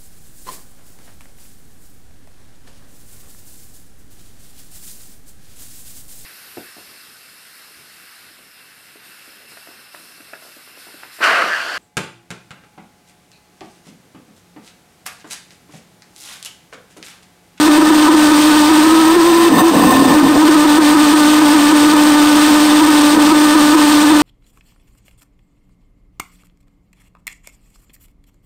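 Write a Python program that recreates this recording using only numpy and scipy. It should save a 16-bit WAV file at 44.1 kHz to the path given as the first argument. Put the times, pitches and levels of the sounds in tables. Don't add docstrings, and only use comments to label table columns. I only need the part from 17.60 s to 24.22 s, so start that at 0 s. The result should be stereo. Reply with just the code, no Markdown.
import sys
import numpy as np
from scipy import signal
from scipy.fft import rfft, irfft, next_fast_len
from scipy.io import wavfile
from scipy.ndimage import uniform_filter1d

SR = 44100
rng = np.random.default_rng(int(sys.argv[2]) if len(sys.argv) > 2 else 0)


def unload_wav(signal):
    wavfile.write(
        sys.argv[1],
        SR,
        np.round(np.clip(np.atleast_2d(signal).T, -1, 1) * 32767).astype(np.int16),
    )


N = 291942

# f/Hz, bandwidth/Hz, level/dB
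SHELTER_MODES = [(600.8, 24, -5), (810, 29, -9), (897, 26, -4.5), (967, 35, 1.5), (1034, 66, 5),
                 (1193, 59, 1.5), (1261, 16, 5), (1486.5, 27, 0.5), (1789, 34, -4), (2510, 440, -27),
                 (3230, 81, -25), (3760, 38, -42)]
# start t/s, catch t/s, depth (0-1), pop level/dB
STALLS = [(1.885, 2.002, 1, -12), (2.099, 2.541, .97, -16), (2.598, 2.663, 0.89, -33),
          (2.715, 2.754, .75, -12), (5.545, 5.567, 0.42, -17)]


def from_db(db):
    return 10 ** (np.asarray(db) / 20)


def rms_one(x):
    return x / np.sqrt(np.mean(x ** 2) + 1e-20)


def colour(x, curve):
    size = next_fast_len(N + 4096)
    hz, db = np.transpose(curve)
    bins_hz = np.maximum(np.fft.rfftfreq(size, 1 / SR), 1)
    response = from_db(np.interp(np.log(bins_hz), np.log(hz), db))
    return irfft(rfft(x, size) * response, size)[..., :N]


def drift(rate_hz):
    pole = np.exp(-20 * np.pi * rate_hz / SR)
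    slow = signal.lfilter([1], [1, -2 * pole, pole * pole], rng.standard_normal(N // 10 + 2002))[2000:]
    return np.interp(np.arange(N) / 10, np.arange(len(slow)), rms_one(slow))


def resonance(x, hz, width_hz):
    radius = np.exp(-np.pi * width_hz / SR)
    feedback = [1, -2 * radius * np.cos(2 * np.pi * hz / SR), radius ** 2]
    return signal.lfilter(np.array([1, 0, -1]) * (1 - radius ** 2) / 2, feedback, x)


def ring(x, modes):
    return sum(from_db(db) * resonance(x, hz, width_hz) for hz, width_hz, db in modes)


def turbulence(diffuse):
    coherent = np.sqrt(1 - diffuse) * rng.standard_normal(N)
    return coherent + np.sqrt(diffuse) * rng.standard_normal((2, N))


def faltering(falters, late_s, sigma_s):
    t = np.arange(0, N, 20) / SR
    bumps = sum(rise_hz * np.exp(-.5 * ((t - at_s - late_s) / sigma_s) ** 2) for at_s, rise_hz in falters)
    return np.interp(np.arange(N) / SR, t, bumps)


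def swells(times, heights, peak_s):
    age = np.maximum(np.arange(N) / SR - times[:, None], 0) / peak_s
    return (heights[:, None] * age * np.exp(1 - age)).sum(axis=0)


def firing_phase(rate_hz, strain, sputter, sag_hz):
    wander_hz = (2.944 + 2.57 * strain) * drift(24.277)
    jitter_hz = (5.57 + 28.08 * sputter) * drift(162.5)
    return 2 * np.pi * np.cumsum(rate_hz - sag_hz * sputter + wander_hz + jitter_hz) / SR


def pipe_tone(phase, sputter, rough_db):
    return np.sqrt(2) * np.cos(phase) * from_db(rough_db * (1 + 3 * sputter) * drift(70))


def overtones(phase, sputter, rough_db, jitter_rad):
    front = phase + jitter_rad * drift(147)
    harmonics = sum(from_db(rough_db * drift(60)) * np.cos(k * front) for k in np.arange(2, 13))
    return ring(harmonics, SHELTER_MODES) * (1 - 0.45 * sputter)


def flame_roar(phase, throb, modes_db):
    # f/Hz, relative level/dB
    roar_spectrum = [(25, -5.5), (130, -6.5), (240, 6), (330, 8.5), (390, -1.5), (520, 4.5), (650, -1.5),
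                     (780, 5.5), (1130, -2.5), (1420, -24), (1750, 3.5), (2200, -41), (4000, -47)]
    noise = turbulence(diffuse=0.64) * (1 + throb * np.cos(phase))
    return rms_one(colour(noise, roar_spectrum) + from_db(modes_db) * ring(noise, SHELTER_MODES))


def jet_noise(phase, burst_db, crackle_db):
    # f/Hz, relative level/dB
    heard_hiss_spectrum = [(500, -31), (1400, -3), (2100, -2.5), (3100, 0), (3900, 0.5), (5000, -1.5),
                           (7000, -5.5), (8500, -0.5), (9400, -3), (10500, -27), (11800, -15.5),
                           (13500, -11), (15600, -19)]
    # f/Hz, bandwidth/Hz, level/dB
    jet_modes = [(2564, 44, -2.5), (3080, 23, 0.5), (3556, 32, 2), (4620, 28, -5)]
    burst = np.cos(phase - 1.0) + 0.14 * np.cos(2 * phase - 1.3)
    outflow = turbulence(diffuse=0.72) * from_db(burst_db * burst + crackle_db * drift(180))
    hiss = colour(outflow, heard_hiss_spectrum)
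    return rms_one(hiss + ring(hiss, jet_modes))


def pipe_ringing(flare_db):
    # f/Hz, bandwidth/Hz, relative level/dB
    pipe_modes = [(753.5, 19.1, 8.5), (1043, 58, 10.5), (1794, 18.6, 6.5), (2606, 100, -5.5),
                  (2790, 36, -9), (3599, 64, -3.5), (4390, 41, -13), (4830, 50.7, -6), (6110, 28, 1),
                  (8160, 300, -1.5), (13100, 2800, -21)]
    puffs = turbulence(diffuse=.17) * from_db(flare_db * drift(25))
    return rms_one(ring(puffs, pipe_modes))


def slight_falters(count, max_rise_hz):
    return [((k + when) / count * N / SR, max_rise_hz * (1 + size) / 2)
            for k, (when, size) in enumerate(rng.random((count, 2)))]


def barks(phase, falters, hz, width_hz):
    drive = faltering(falters, late_s=-.003, sigma_s=.0045) * np.cos(3 * phase + .7 * drift(100))
    return resonance(drive, hz, width_hz)


def sputtering(attack_s, release_s):
    t = np.arange(N) / SR
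    stalls = sum(depth * np.clip(np.minimum((t - start) / attack_s, 1 - (t - catch) / release_s), 0, 1)
                 for start, catch, depth, _ in STALLS)
    return np.clip(stalls, 0, 1)


def flame_rumble(sputter):
    # f/Hz, relative level/dB
    rumble_spectrum = [(25, -39), (110, -20), (175, -4.5), (210, -3), (270, 6.5), (325, 5), (375, -11.5),
                       (470, -5.5), (640, -12.5), (900, -11), (1300, -31), (3000, -56)]
    return sputter * rms_one(colour(turbulence(diffuse=.02), rumble_spectrum))


def pops(times, peaks_db, peak_s):
    pop_spectrum = [(30, -9), (180, -11), (530, 1), (750, -4), (3000, -48)]  # f/Hz, relative level/dB
    envelope = swells(times, from_db(peaks_db), peak_s)
    return envelope * rms_one(colour(rng.standard_normal(N), pop_spectrum))


def at_ports(x, lag_s):
    # f/Hz, left minus right level/dB
    port_balance = [(330, 0.5), (500, 1), (770, 1), (1170, -1), (1790, -3), (2740, 1), (4190, -1.5),
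                    (6410, -1), (9810, 5), (14000, -1)]
    left = colour(x[0], [(hz, db / 2) for hz, db in port_balance])
    right = colour(x[1], [(hz, -db / 2) for hz, db in port_balance])
    n = np.arange(N)
    return np.array([left, np.interp(n - np.round(lag_s * SR), n, right)])


def limiter(x, limit_db, release_db_per_s):
    level = uniform_filter1d(np.abs(x).max(axis=0), size=16)
    over_db = np.maximum(20 * np.log10(level + 1e-9) - limit_db, 0)
    recovery_db = release_db_per_s * np.arange(N) / SR
    held_db = np.maximum.accumulate(over_db + recovery_db) - recovery_db
    return x * from_db(-uniform_filter1d(held_db, size=64))


def scene():
    # t/s, f/Hz
    locked_rate = [(0, 301), (1.05, 301), (1.8, 339), (2.1, 333), (2.85, 299), (3.4, 297.5), (6.62, 298)]
    # t/s, rise in firing rate/Hz
    strong_falters = [(.079, 33.5), (.18, 32), (.22, 25), (.302, 30), (.486, 36), (.539, 31), (.714, 23.6),
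                      (1.103, 27.2), (1.264, 20.2), (1.324, 17.3), (1.562, 22), (1.69, 13.72), (2.827, 28),
                      (2.885, 27.6), (2.951, 30.24), (3.049, 28), (3.182, 37.8), (3.349, 26.3),
                      (3.534, 28.4), (3.817, 22.5), (3.944, 28.05), (4.121, 35.5), (4.335, 23.3),
                      (5.213, 24.4), (5.283, 21.6), (5.565, 40), (5.716, 27.7), (5.949, 26.5), (6.147, 41),
                      (6.515, 26.7)]
    easy_hz, near_stall_hz = 298, 339
    locked_hz = np.interp(np.arange(N) / SR, *np.transpose(locked_rate))
    strain = (locked_hz - easy_hz) / (near_stall_hz - easy_hz)
    sputter = sputtering(attack_s=.04, release_s=.03)
    starts, catches, depths, pops_db = np.transpose(STALLS)
    choke = swells(starts, depths, peak_s=.018)
    surge = swells(catches, depths, peak_s=.026)
    falters = strong_falters + slight_falters(count=12, max_rise_hz=17)
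    hurry_hz = faltering(falters, late_s=.001, sigma_s=.0075)
    phase = firing_phase(locked_hz + hurry_hz, strain, sputter, sag_hz=47.07)
    sag_db = .2 * faltering(falters, late_s=-.003, sigma_s=.0035)
    overshoot_db = .14 * faltering(falters, late_s=.011, sigma_s=.0055)
    dip_db = .12 * faltering(falters, late_s=.015, sigma_s=.015)

    def gain(easy_db, strain_db, stall_db, choke_db):
        return from_db(easy_db + strain_db * strain + stall_db * sputter + choke_db * choke)

    tone_gain = gain(-8.7, -.2, -4.5, -4) * from_db(overshoot_db - sag_db + 1.9 * surge)
    tone = tone_gain * pipe_tone(phase, sputter, rough_db=0.87)
    buzz = gain(-20, -1, -1, -2) * overtones(phase, sputter, rough_db=3.0, jitter_rad=0.16)
    bark = from_db(-45.5) * barks(phase, falters, hz=981, width_hz=57)
    roar = gain(-18.5, -1.5, 2, -2.5) * flame_roar(phase, throb=0.29, modes_db=-6.5)
    jet_gain = gain(-15, -3.5, -.8, -4) * from_db(.5 * drift(2.2) - dip_db - 3.2 * surge)
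    jet = jet_gain * jet_noise(phase, burst_db=2.0, crackle_db=0.84)
    rumble = from_db(-9) * flame_rumble(sputter)
    ringing = gain(-29, 12, 9.5, -11) * pipe_ringing(flare_db=2.5)
    popping = pops(catches, pops_db, peak_s=.0091)
    return at_ports(tone + buzz + bark + roar + jet + rumble + ringing + popping, lag_s=.00007)


def record(dry):
    limited = limiter(dry, limit_db=-1, release_db_per_s=154)
    rounded = limited / (1 + np.abs(limited) ** 10) ** (1 / 10)
    cutoff_hz = 15600
    return signal.sosfilt(signal.ellip(10, .1, 70, cutoff_hz, fs=SR, output="sos"), rounded)


dry = scene()
out = record(dry)
unload_wav(out)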